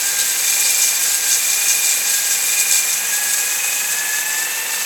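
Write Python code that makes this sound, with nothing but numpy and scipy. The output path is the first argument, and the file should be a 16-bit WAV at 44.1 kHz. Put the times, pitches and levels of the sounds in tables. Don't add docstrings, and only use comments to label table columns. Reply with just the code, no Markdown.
import sys
import numpy as np
from scipy import signal
from scipy.fft import rfft, irfft
from scipy.io import wavfile
from scipy.ndimage import uniform_filter1d, map_coordinates

SR = 44100
rng = np.random.default_rng(int(sys.argv[2]) if len(sys.argv) > 2 else 0)


def master(y):
    cut = np.clip(np.atleast_2d(y).T, -1, 1)
    pcm = np.round(cut * 32767)
    wavfile.write(sys.argv[1], SR, pcm.astype(np.int16))


N = 214237


def undb(db):
    return 10 ** (np.asarray(db) / 20)


def unit(x):
    return x / np.sqrt(np.mean(x ** 2))


def curves(table):
    s, *columns = np.transpose(table)
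    return [np.interp(np.arange(N) / SR, s, c) for c in columns]


def walk(rate):
    hz = np.arange(N // 2 + 1) * SR / N
    lowpass = 1 / (1 + (hz / rate) ** 4)
    return unit(irfft(rfft(rng.standard_normal(N)) * lowpass, N))


def shape(x, gain_at):
    size = 2 ** 18
    hz = np.maximum(np.arange(size // 2 + 1) * SR / size, 1)
    cepstrum = irfft(np.log(gain_at(hz)))
    cepstrum[1:size // 2] *= 2
    cepstrum[size // 2 + 1:] = 0
    response = np.exp(rfft(cepstrum))
    return unit(irfft(rfft(x, size) * response)[:N])


def colour(x, points):
    hz, db = np.transpose(points)
    return shape(x, lambda f: undb(np.interp(np.log(f), np.log(hz), db)))


def ring(x, modes):
    def gain_at(f):
        power = 0
        for hz, width, db in modes:
            detuning = (f - hz * hz / f) / (1.19 * width)
            power = power + (undb(db) / (1 + detuning ** 2)) ** 2
        return np.sqrt(power)
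    return shape(x, gain_at)


def wander(x, share, rate):
    place = np.cumsum(1 + share * walk(rate))
    return map_coordinates(x, [place], order=3, mode="mirror")


def grit(per_second, spread_db):
    struck = rng.random(N) < per_second / SR
    sign = rng.choice([-1, 1], N)
    size_db = spread_db * np.minimum(rng.exponential(size=N), 5)
    return unit(struck * sign * undb(size_db))


# t/s, depth in the bore/0-1
STROKE_TURNS = [(-0.43, 0.3), (0.18, 0.9), (0.63, 0.1), (1.18, 0.76), (1.72, 0.0), (2.21, 0.8), (2.66, 0.0),
                (3.21, 0.87), (3.68, 0.37), (4.1, 0.74), (4.72, 0.49), (5.2, 0.6)]


def stroke():
    s, depths = np.transpose(STROKE_TURNS)
    count = np.arange(len(s))
    done, part = np.divmod(np.interp(np.arange(N) / SR, s, count), 1)
    depth = np.interp(done + np.sin(np.pi * part / 2) ** 2, count, depths)
    drag = np.sin(np.pi * part ** .7) ** 2
    return np.clip(depth, 0, 1), drag


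# t/s, tooth mesh f/Hz
DRILL_SPEED = [(0.0, 802.5), (1.4, 809.4), (2.2, 815.9), (2.8, 810.8), (3.15, 837.1), (3.6, 836.4),
               (4.15, 863.7), (4.45, 894.9), (4.86, 895.7)]
SAG_HZ = 12
WAVER_HZ, WAVERS_PER_S = 2.5, 9


def mesh_rate(drag):
    return curves(DRILL_SPEED)[0] - SAG_HZ * drag + WAVER_HZ * walk(WAVERS_PER_S)


def resonance_db(hz, peak_hz, width_hz):
    return -10 * np.log10(1 + (2 * (hz - peak_hz) / width_hz) ** 2)


WORKING_HZ, FREEING_HZ = 805, 40
FIRST_DB, FIRST_DEEP_DB, FIRST_FAST_DB = -48.5, -1, 6.5
SECOND_DB, SECOND_NODE, SECOND_LEFT = -21, 0.3, 0.19
SECOND_PEAK_HZ, SECOND_WIDTH_HZ = 1737, 100
SECOND_LOAD = 0.93
THIRD_DB, THIRD_DEEP_DB = -27.5, -13.5
THIRD_PEAK_HZ, THIRD_WIDTH_HZ = 2513, 390


def gear_levels(mesh_hz, depth, surge_db):
    faster = np.tanh((mesh_hz - WORKING_HZ) / FREEING_HZ)
    first_db = FIRST_DB + FIRST_DEEP_DB * depth + FIRST_FAST_DB * faster

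    node_db = 20 * np.log10(np.hypot(depth - SECOND_NODE, SECOND_LEFT))
    second_db = SECOND_DB + node_db + SECOND_LOAD * surge_db
    second_db = second_db + resonance_db(2 * mesh_hz, SECOND_PEAK_HZ, SECOND_WIDTH_HZ)

    third_db = THIRD_DB + THIRD_DEEP_DB * depth ** 1.66
    third_db = third_db + resonance_db(3 * mesh_hz, THIRD_PEAK_HZ, THIRD_WIDTH_HZ)
    return first_db, second_db, third_db


MESHES_PER_TURN = 35.03


def throb(teeth, depth, lag, ripple):
    turns = teeth / MESHES_PER_TURN
    stones = 3
    swell = depth * np.cos(2 * np.pi * (turns - lag))
    stone_ripple = ripple * np.cos(2 * np.pi * stones * (turns - .26))
    return unit(1 + swell + stone_ripple)


MESHES_PER_MOTOR_TURN = 7


def whine(teeth, first_db, second_db, third_db):
    shaft = 2 * np.pi * teeth / MESHES_PER_MOTOR_TURN
    poles = 3
    torque = 1 + .2 * np.sin(poles * shaft) + .2 * np.cos(shaft)
    phase = 2 * np.pi * teeth + .055 * walk(90)
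    first = undb(first_db + 3.5) * np.sin(phase)
    first = first * throb(teeth, depth=0.14, lag=0.17, ripple=0.13) * unit(1 + 0.73 * walk(40))
    second = undb(second_db + 3.9) * np.sin(2 * phase)
    second = second * throb(teeth, depth=.36, lag=.1, ripple=.22) * unit(1 + .2 * walk(50))
    third = undb(third_db + 3.8) * np.sin(3 * phase)
    third = third * throb(teeth, depth=.72, lag=.08, ripple=.19) * unit(1 + .1 * walk(30))
    return first + second + third * torque


# f/Hz, nominal width/Hz, relative level/dB
CASE_RING = [(880, 300, -3.5), (1225, 110, -4), (1735, 375, -1.5)]
# f/Hz, nominal width/Hz, relative level/dB
SPINDLE_RING = [(2470, 150, -2.7), (3634, 77, 3)]


def rattle(teeth, first_db, third_db):
    knocks = grit(per_second=5000, spread_db=5.5)
    case_load = throb(teeth, depth=0.39, lag=0.12, ripple=0.055)
    case = ring(knocks * case_load, CASE_RING) * undb(first_db + 6.5)
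    tight_spot = throb(teeth, depth=.85, lag=.08, ripple=.2)
    spindle = ring(knocks * tight_spot, SPINDLE_RING) * undb(third_db - 10.5)
    return case + spindle


# f/Hz, relative level/dB
RUSH_COLOUR = [(30, -41), (55, -38), (95, -26), (125, -16.5), (250, -9), (600, -2), (1400, -2.5), (2200, 6),
               (3200, 4.5), (6000, -13.5), (9500, -8.5), (14000, 6), (16000, -40)]
# f/Hz, nominal width/Hz, relative level/dB
AIR_RING = [(165, 24, -8), (195.8, 5.5, -0.5), (335, 187, -8.5), (494, 72, -2), (786, 500, -5),
            (1130, 320, -7), (1710, 600, 1.5), (2040, 910, -0.5), (2480, 370, 0)]
RUSH_DB, HOLLOW_DB = -29, -32.5


def motor():
    direct = colour(rng.standard_normal(N), RUSH_COLOUR)
    hollow = ring(grit(per_second=6000, spread_db=2.0), AIR_RING)
    return undb(RUSH_DB) * direct + undb(HOLLOW_DB) * hollow


SWAY_HZ, SWAY_PEAK_S, SWAY_DB = 4.87, 0.062, 0.9
UNEVEN_HZ, UNEVEN_DB = 16, 0.97


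def sway():
    t = np.arange(N) / SR
    swing_db = SWAY_DB * np.cos(2 * np.pi * SWAY_HZ * (t - SWAY_PEAK_S))
    return swing_db + UNEVEN_DB * walk(UNEVEN_HZ)


# t/s, level/dB
STONE_PRESSURE = [(0.0, -1.5), (0.38, -0.2), (0.68, 0.4), (0.88, 1.6), (0.97, 0), (1.1, 0.9), (1.45, -0.6),
                  (1.78, 0.5), (2.0, -1.4), (2.2, 0.5), (2.42, -2.0), (2.76, -0.5), (3.03, -2.5),
                  (3.32, 0.5), (3.5, -2.5), (3.98, -2.5), (4.62, -6.5), (4.86, -5.5)]
# t/s, rasp level/dB, hiss level/dB
GRAIN_LEVELS = [(0.0, -24.5, -21.5), (0.8, -25.5, -22), (1.4, -25.5, -21.5), (2.2, -25.5, -20.5),
                (3.0, -27.0, -21.0), (3.8, -27.5, -21.5), (4.86, -24, -21.5)]
# f/Hz, nominal width/Hz, relative level/dB
STONE_RING = [(6340, 640, 5), (6985, 230, 5), (7600, 750, 4.5), (7920, 430, 6)]
# f/Hz, nominal width/Hz, relative level/dB
WALL_RING = [(2810, 120, -1), (3605, 256, 2.5), (4060, 204, 2), (4660, 540, 2), (5460, 940, 0.5)]
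# f/Hz, relative level/dB
HISS_COLOUR = [(300, -50), (3000, -18), (6000, -1.5), (8500, 4), (9500, -1), (10400, 5.5), (12200, 4),
               (13000, -1), (14200, -9), (15400, -4.5), (17200, -5)]
# f/Hz, nominal width/Hz, relative level/dB
BLOCK_RING = [(90, 24, 1.5), (167, 30, 10)]
DEPTH_LOSS_DB = 2
STONES_DB, BLOCK_DB = -19.5, -63


def hone(depth, surge_db):
    rasp_db, hiss_db = curves(GRAIN_LEVELS)
    steady_db = curves(STONE_PRESSURE)[0] - DEPTH_LOSS_DB * depth
    pressure_db = steady_db + surge_db

    bite = np.clip(1.4 + 0.15 * pressure_db, .3, 2)
    chatter_db = bite * (1.5 * walk(340) + 0.52 * walk(31))
    grains = grit(per_second=12000, spread_db=0.0) * undb(chatter_db)
    grains /= np.sqrt(uniform_filter1d(grains ** 2, size=SR // 30))

    stone_ring = wander(ring(grains, STONE_RING), share=.018, rate=25)
    stones = stone_ring * undb(STONES_DB + pressure_db)
    wall_grains = grains + .7 * grit(per_second=12000, spread_db=2.6)
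    wall_ring = wander(ring(wall_grains, WALL_RING), share=.015, rate=25)
    wall = wall_ring * undb(rasp_db + 1.08 * steady_db + 1.04 * surge_db)

    fine_grains = .5 * grains + grit(per_second=27000, spread_db=3.5)
    hiss_level_db = hiss_db + 0.99 * steady_db + 0.38 * surge_db + 0.86 * walk(22)
    hiss = colour(fine_grains, HISS_COLOUR) * undb(hiss_level_db)
    block = ring(rng.standard_normal(N), BLOCK_RING) * undb(BLOCK_DB + 1.9 * pressure_db)
    return stones + wall + hiss + block


# t/s, length/s, pressure rise level/dB, screech f/Hz, screech level/dB
STONE_CATCHES = [(0.188, 0.032, 4.5, 3970, -24), (0.63, 0.036, 1.5, 4700, -25),
                 (0.815, 0.035, 1.5, 6340, -22), (1.31, 0.041, 2.5, 6300, -19.5),
                 (1.498, 0.018, 2.5, 7600, -22), (1.681, 0.04, 0, 6400, -18.5),
                 (1.888, 0.028, 2.5, 7660, -20), (2.088, 0.11, 0.5, 7500, -32), (2.303, 0.04, 2, 7500, -25),
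                 (2.57, 0.036, 2, 6400, -25), (2.71, 0.069, 3.5, 7500, -25), (2.928, 0.015, -2, 6600, -18),
                 (3.334, 0.011, 4, 7700, -26), (3.637, 0.018, 3, 7700, -26), (3.91, .02, 0.5, 7900, -21),
                 (4.382, .025, 0.5, 7700, -31)]


def catches():
    t = np.arange(N) / SR
    rise_db, screech = 0, 0
    for s, length, db, hz, screech_db in STONE_CATCHES:
        grip = np.interp(t, [s - .002, s + .002, s + .8 * length, s + 1.6 * length], [0, 1, 1, 0])
        slips = grit(per_second=6300, spread_db=-6.0)
        pitched = signal.lfilter(*signal.iirpeak(hz, 8.0, fs=SR), slips)
        rise_db = rise_db + db * grip
        screech = screech + undb(screech_db) * grip * unit(pitched)
    return rise_db, screech


def scene():
    depth, drag = stroke()
    catch_db, screech = catches()
    surge_db = catch_db + sway()
    mesh_hz = mesh_rate(drag)
    first_db, second_db, third_db = gear_levels(mesh_hz, depth, surge_db)
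    teeth = np.cumsum(mesh_hz) / SR
    gears = whine(teeth, first_db, second_db, third_db) + rattle(teeth, first_db, third_db)
    drill = gears + motor()
    return (drill + hone(depth, surge_db) + screech)[None]


TOP_HZ = 17300


def record(dry):
    lean = signal.sosfilt(signal.butter(2, 45, "highpass", fs=SR, output="sos"), dry)
    return signal.sosfilt(signal.ellip(10, .2, 80, TOP_HZ, fs=SR, output="sos"), lean)


dry = scene()
out = record(dry)
master(out)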